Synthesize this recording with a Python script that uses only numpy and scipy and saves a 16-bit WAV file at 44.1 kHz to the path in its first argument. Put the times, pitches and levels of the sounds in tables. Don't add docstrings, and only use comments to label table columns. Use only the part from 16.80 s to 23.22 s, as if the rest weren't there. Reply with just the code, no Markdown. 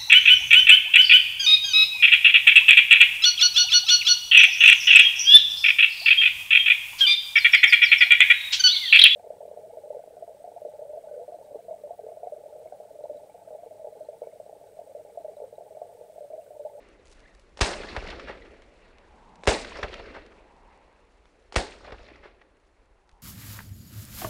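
import sys
import numpy as np
from scipy import signal
from scipy.io import wavfile

SR = 44100
rng = np.random.default_rng(int(sys.argv[2]) if len(sys.argv) > 2 else 0)


def bounce(signal):
    frames = np.transpose(np.atleast_2d(signal))
    limited = np.clip(frames, -1, 1)
    pcm = np.round(limited * 32767).astype(np.int16)
    wavfile.write(sys.argv[1], SR, pcm)


def gain_from_db(level_db):
    decades = np.asarray(level_db, float) / 20
    return 10 ** decades


N = 283122

SHOT_TIMES = np.array([.8108, 2.6735, 4.7617])
# time after the shot in seconds, level in dB,
# lift of the low mids in dB.
WASH_FADE = [(.15, -46.5, -4.5), (.2, -46, -3.5), (.5, -45.5, -3), (.62, -49.5, 1), (.8, -56, 1),
             (1.05, -62, 0), (1.17, -64.5, 1), (1.24, -59.5, -5), (1.32, -63, -0.5), (1.8, -66.5, -1)]


def rms_one(x):
    return x / np.sqrt(np.mean(x ** 2) + 1e-20)


def in_time(rows):
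    s, *columns = np.transpose(rows)
    return [np.interp(np.arange(N) / SR, s, c) for c in columns]


def at_hz(points, hz):
    point_hz, value = np.transpose(points)
    return np.interp(np.log(hz), np.log(point_hz), value)


def band(x, low_hz, high_hz):
    sos = signal.butter(2, [low_hz, min(high_hz, .45 * SR)], "band", fs=SR, output="sos")
    return signal.sosfilt(sos, x)


def drift(rate_hz):
    r = np.exp(-2 * np.pi * rate_hz * 20 / SR)
    white = rng.standard_normal(N // 20 + 2002)
    slow = signal.lfilter([1], [1, -2 * r, r * r], white)[2000:]
    return np.interp(np.arange(N) / 20, np.arange(len(slow)), rms_one(slow))


def clicks(times, gains):
    out = np.full(N, 1e-18)
    np.add.at(out, np.round(np.asarray(times) * SR).astype(int), gains)
    return out


def ring(x, hz, t60):
    r, w = gain_from_db(-60 / (t60 * SR)), 2 * np.pi * hz / SR
    return signal.lfilter([0, np.sin(w)], [1, -2 * r * np.cos(w), r * r], x)


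def resonate(x, hz, width_hz):
    r = np.exp(-np.pi * width_hz / SR)
    poles = [1, -2 * r * np.cos(2 * np.pi * hz / SR), r * r]
    return signal.lfilter([(1 - r * r) / 2, 0, (r * r - 1) / 2], poles, x)


def bands():
    edges = 110 * 2 ** (np.arange(21) / 3)
    white = rng.standard_normal((2, N))
    out = []
    for k, (low, high) in enumerate(zip(edges, edges[1:])):
        width = high - low
        out.append((np.sqrt(low * high), width, np.sqrt(width) * rms_one(band(white[k % 2], low, high))))
    return out


def since_shot():
    t = np.arange(N) / SR
    fired = np.r_[-0.85, SHOT_TIMES]
    last = np.searchsorted(fired, t) - 1
    return last, t - fired[last]


def clumps():
    per_s, swell_s, mean_db = 110, .002, -4
    hits = (rng.random(N) < per_s / SR) * rng.exponential(1, N) * gain_from_db(mean_db) + 1e-18
    r = np.exp(-1 / (swell_s * SR))
    return rms_one(1 + np.e * (1 - r) * signal.lfilter([1], [1, -2 * r, r * r], hits))


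def wash(noise):
    # frequency in Hz, relative level per Hz in dB.
    wash_colour = [(88, -40), (150, -10), (331, -3), (598, -4), (716, -10.5), (827, -13.5), (1340, -13),
                   (2000, -13), (2220, -9.5), (3300, -19), (4170, -13), (6080, -21.5), (7280, -16),
                   (11000, -40.5), (14300, -64), (22000, -120)]
    far_trim = [-1.5, 1.5, -1.5, -9.5]
    near_level = [-27.5, -23, -30]
    # frequency in Hz, time to fall 60 dB in seconds.
    near_decay = [(150, 0.33), (600, 0.3), (1500, 0.3), (4000, 0.28), (10000, 0.25)]
    near_pace = [0.71, 0.87, 0.93]
    near_low = [-4, 0, -1.5]
    air_db_per_s, air_power, air_most_s = 18, 2.48, 0.97
    near_rise_s = .011

    last, since = since_shot()
    s, fade_db, lift_db = np.transpose(WASH_FADE)
    far_db = np.array(far_trim)[last] + np.interp(since, s, fade_db)
    lift_db = np.interp(since, s, lift_db)
    near_db = np.r_[-120, near_level][last]
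    pace = np.r_[1, near_pace][last]
    low_db = np.r_[0, near_low][last]
    rocks = [clumps() ** np.exp(-since ** 2) for _ in range(5)]
    near, far, middle_power = 0, 0, 0
    for k, (hz, width, x) in enumerate(noise):
        colour_db = at_hz(wash_colour, hz)
        x = x * gain_from_db(colour_db + 2.0 * drift(30))
        lift = np.clip(np.log2(900 / hz), 0, 1) * (hz > 220) * lift_db
        air_loss = air_db_per_s * (hz / 5000) ** air_power * np.minimum(since, air_most_s)
        far = far + gain_from_db(lift - air_loss) * rocks[k // 4] * x
        near_fall = 60 * pace * since / at_hz(near_decay, hz)
        near = near + gain_from_db(near_db + low_db * (hz < 600) - near_fall) * x
        middle_power = middle_power + gain_from_db(colour_db) ** 2 * width * (500 < hz < 3000)
    near = near * (1 - np.exp(-since / near_rise_s)) * gain_from_db(drift(90))
    far = far * gain_from_db(far_db + 0.41 * drift(50))
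    return (near + far) / np.sqrt(middle_power)


def roll():
    roll_level = [-56, -46, -49, -53]
    last, since = since_shot()
    s, fade_db, _ = np.transpose(WASH_FADE)
    level_db = np.array(roll_level)[last] + np.interp(since, s, fade_db) - fade_db[0]
    return gain_from_db(level_db) * rms_one(band(rng.standard_normal(N), 22, 62) * gain_from_db(1.5 * drift(13)))


def wind(noise):
    # time in seconds, rumble level in dB.
    wind_level = [(0.0, -61), (0.5, -57), (2.2, -60), (3.9, -63.5), (4.7, -65), (6.0, -70.5), (6.42, -67)]
    # time in seconds, level in dB.
    knock_rows = [(6.108, -50), (6.329, -47.5)]
    # peak time in seconds, half length in seconds, level in dB,
    # level of the low moan near 200 Hz in dB.
    whoosh_rows = [(2.57, 0.32, -56.5, -64), (3.85, 0.35, -60.5, -75), (6.42, 0.23, -67, -84.5)]
    # frequency in Hz, relative level per Hz in dB.
    still_colour = [(59, -37), (100, -17), (220, -10.5), (429, 5), (564, -5.5), (674, 3.5), (1800, -8),
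                    (6220, -36), (9780, -23.5), (11000, -38.5), (14300, -78), (22000, -120)]
    hiss_db, moan_db, still_db = -77.5, -78, -69.5

    rumble_db, = in_time(wind_level)
    gust_db = 0.85 * (rumble_db - rumble_db.mean())
    t = np.arange(N) / SR
    whoosh_gain, moan_gain = 0, gain_from_db(moan_db + gust_db)
    for peak_s, half_s, whoosh_db, whoosh_moan_db in whoosh_rows:
        swell = np.exp(-((t - peak_s) / half_s) ** 2)
        whoosh_gain = whoosh_gain + gain_from_db(whoosh_db) * swell
        moan_gain = moan_gain + gain_from_db(whoosh_moan_db) * swell ** 2
    white = rng.standard_normal((4, N))
    rumble = rms_one(band(white[0], 22, 56) * gain_from_db(drift(10)))
    moan = rms_one(band(white[1], 150, 230))
    whoosh = rms_one(band(white[2], 760, 1030))
    hiss = rms_one(band(white[3], 2300, 7440) * gain_from_db(2.0 * drift(30.44) + 1.4 * drift(3)))
    still = rms_one(sum(gain_from_db(at_hz(still_colour, hz)) * x[::-1] for hz, _, x in noise))
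    knock_s, knock_db = np.transpose(knock_rows)
    knocks = ring(clicks(knock_s, gain_from_db(knock_db)), 41.5, 0.21)
    return (gain_from_db(rumble_db) * rumble + moan_gain * moan + whoosh_gain * whoosh
            + gain_from_db(hiss_db + gust_db) * hiss + gain_from_db(still_db) * still + knocks)


def grass():
    # time in seconds, level in dB, pitch that places the noise band in Hz.
    tick_rows = [(0.087, -59, 7000), (0.255, -54.5, 6500), (0.2707, -54, 4800), (0.314, -57, 5170),
                 (0.326, -49.5, 4200), (0.403, -53.5, 5000), (0.549, -55, 5470), (0.596, -54, 5970),
                 (1.8206, -48.5, 2770), (2.1838, -50, 2450), (2.5562, -50, 3980), (3.4634, -48, 2940),
                 (4.4552, -53, 2560), (6.292, -48.5, 2840), (6.314, -59, 4000)]
    faint_per_s, faint_db = 5.0, -68
    brush_s, brush_length_s, brush_per_s, brush_db = .315, .035, 600, -63.5

    out, t = np.zeros(N), np.arange(400) / SR
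    for s, level_db, hz in tick_rows:
        snap = rms_one(band(rng.standard_normal(400), hz / 4.4, hz * 1.32))
        i = round(s * SR)
        out[i:i + 400] += gain_from_db(level_db) * snap * np.exp(-t / 0.0022)
    draw = rng.random(N) * SR
    sizes = gain_from_db(1.9 * np.minimum(rng.exponential(1, N), 3))
    brush_rate = brush_per_s * np.exp(-((np.arange(N) / SR - brush_s) / brush_length_s) ** 2)
    snaps = sizes * (gain_from_db(faint_db) * (draw < faint_per_s) + gain_from_db(brush_db) * (draw > SR - brush_rate))
    envelope = signal.fftconvolve(snaps, np.exp(-t / 0.0011))[:N]
    return out + envelope * rms_one(band(rng.standard_normal(N), 2300, 8000))


def bird():
    # time in seconds, mean pitch in Hz, mean level in dB.
    chirp_rows = [(.425, 1750, -74), (.44, 2050, -62), (.456, 1720, -57), (.464, 1900, -54),
                  (.475, 2100, -63), (.5, 1900, -68), (.56, 1850, -72)]
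    hz, level_db = in_time(chirp_rows)
    t = np.arange(N) / SR
    phase = 2 * np.pi * np.cumsum(hz * (1 + .03 * drift(150))) / SR
    note = np.sin(phase) + gain_from_db(-15) * np.sin(2 * phase)
    sounding = (t > chirp_rows[0][0]) * (t < chirp_rows[-1][0])
    return sounding * gain_from_db(level_db + 7.2 * drift(140)) * note


def slaps(noise):
    # lead in seconds, rise time in seconds.
    ahead_times = [(.0385, .0011), (.036, .009), (.0325, .0007), (.0195, .0018), (.0055, .002)]
    # level in dB before the trim per blast, then the tone at 500 Hz
    # and at 5 kHz in dB against 1.7 kHz.
    ahead_tone = [(-41.5, 2.5, -3), (-59.5, 3, 0.5), (-63.5, -6.5, 5.5), (-45, 5, -2.5), (-33.5, -9, -2)]
    ahead_trim = [5.5, 4.5, 6.5]
    # lag in seconds before stretching, rise time in seconds,
    # tone at 500 Hz in dB against 1.7 kHz, then the level in dB for each of the three blasts.
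    echo_rows = [(-.0006, 0.0048, -23.5, -15.5, -19.5, -21.5), (.0055, 0.0016, 13, -39.5, -26, -36.5),
                 (0.018, 0.0016, -14.5, -22, -21.5, -28), (0.121, 0.0031, -19, -29, -48, -49),
                 (0.172, 0.0026, -15, -55, -32, -45), (0.28, 0.006, -1, -45, -33.5, -42),
                 (.311, 0.0071, 7, -50, -40, -43), (0.34, 0.0027, 5, -40, -50, -43.5),
                 (.353, 0.0087, 5, -37, -29, -44.5), (0.356, 0.0022, -7.5, -24, -25.5, -37.5),
                 (.444, 0.0014, -15, -54, -47, -59), (0.4663, 0.0017, -35, -32.5, -28.5, -50),
                 (.494, .0033, -30, -28.5, -44, -54), (.52, 0.0033, 1, -34, -35.5, -49),
                 (.59, 0.003, -11, -31, -47, -45), (0.662, 0.019, -8, -34.5, -38.5, -44),
                 (0.689, 0.0033, 18.5, -47, -50.5, -61), (0.845, 0.004, -9, -46.5, -47.5, -46.5)]
    path_stretch = [.991, 1.0, 1.007]
    treble_db, dulls_db_per_s, small_is_bright = -7, 17, 0.25
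    band_share_db = -11.5

    bursts = []
    for shot, trim_db in zip(SHOT_TIMES, ahead_trim):
        for (lead, rise_s), (level_db, low_db, high_db) in zip(ahead_times, ahead_tone):
            bursts.append((shot - lead, level_db + trim_db, low_db, high_db, rise_s))
    for k, (shot, stretch) in enumerate(zip(SHOT_TIMES, path_stretch)):
        for lag, rise_s, low_db, *levels in echo_rows:
            high_db = treble_db - dulls_db_per_s * lag - small_is_bright * low_db
            bursts.append((shot + stretch * lag, levels[k], low_db, high_db, rise_s))
    out = np.zeros(N)
    for s, level_db, low_db, high_db, rise_s in bursts:
        u = np.arange(int(8 * rise_s * SR)) / (rise_s * SR)
        colour = [(220, low_db - 14.0), (520, low_db), (1700, 0.0065), (5000, high_db),
                  (8500, 3.8 * high_db - 5.0), (11000, 2.2 * high_db - 31)]
        i = round(s * SR)
        early = slice(i - 999, i - 999 + len(u))
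        burst = sum(gain_from_db(at_hz(colour, hz)) / np.sqrt(width) * x[early] for hz, width, x in noise)
        out[i:i + len(u)] += gain_from_db(level_db + band_share_db) * u * np.exp(1 - u) * burst
    return out


def blasts():
    # crack level, ground bounce, near slope and thump, all in dB.
    shot_levels = [(-1.5, -20.5, -6, -15.5), (-12, 2.5, -31, -15), (1, -9.5, -11.5, -17.5)]
    bounce_lag = np.array([.0008, .001, .0015])
    # frequency in Hz, level in dB, time to fall 60 dB in seconds.
    thump_partials = [(62, 3.5, 0.079), (46.1, -10.5, .2), (93, -7, 0.087)]
    ridge_level = [-13.5, -15.5, -19.5]
    shock_s, suction_s = .00009, 0.00039
    lead_s, lead_db, slope_s = .0009, -14, .0075
    thump_lag_s, ridge_s = 0.0047, .358

    crack_db, bounce_db, slope_db, thump_db = np.transpose(shot_levels)
    s, t = SHOT_TIMES, np.arange(200) / SR
    push = 1.13 * np.exp(-t / shock_s)
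    pull = 0.51 * (t / suction_s) * np.exp(1 - t / suction_s)
    path_s = np.r_[s - lead_s, s, s + bounce_lag, s + slope_s]
    path_db = np.r_[crack_db + lead_db, crack_db, bounce_db, slope_db]
    crack = band(signal.fftconvolve(clicks(path_s, gain_from_db(path_db)), push - pull)[:N], 350, 11000)
    strikes = clicks(np.r_[s, s + ridge_s] + thump_lag_s, gain_from_db(np.r_[thump_db, thump_db + ridge_level]))
    thump = sum(gain_from_db(level_db) * ring(strikes, hz, t60) for hz, level_db, t60 in thump_partials)
    return crack + band(thump, 37, 380)


def boom():
    boom_level = [-32, -30, -36.5]
    low_hz, high_hz, rise_s = 530, 965, 0.031
    r = np.exp(-1 / (rise_s * SR))
    hits = clicks(SHOT_TIMES, gain_from_db(boom_level))
    swell = np.e * (1 - r) * signal.lfilter([1], [1, -2 * r, r * r], hits)
    narrow = band(band(rng.standard_normal(N), low_hz, high_hz), low_hz, high_hz)
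    return swell * gain_from_db(2.0 * drift(40)) * rms_one(narrow)


def hills(noise):
    # frequency in Hz, width in Hz, level in dB.
    gully_rows = [(425.6, 110, -6.5), (568, 90, -9.5), (842, 13, -8.5), (1900, 400, -12.5)]
    back = wash(noise) + slaps(noise)
    coloured = sum(gain_from_db(level_db) * resonate(back, hz, width_hz) for hz, width_hz, level_db in gully_rows)
    return 1.021 * back + coloured + boom() + roll()


def soft_ground(x):
    dip_hz, dip_width_hz, share = 150.4, 44, 0.81
    return x - share * resonate(x, dip_hz, dip_width_hz)


def scene():
    noise = bands()
    shots = soft_ground(blasts() + hills(noise))
    return (shots + wind(noise) + grass() + bird())[None]


def top_cut(x):
    return signal.sosfilt(signal.butter(12, 11280, fs=SR, output="sos"), x)


def record(dry):
    ceiling, cutoff_hz = .62, 11050
    rounded = ceiling * np.tanh(dry / ceiling)
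    low_pass = signal.ellip(12, .5, 58, cutoff_hz, fs=SR, output="sos")
    mix = signal.sosfilt(low_pass, rounded)
    return top_cut(mix)


dry = scene()
out = record(dry)
bounce(out)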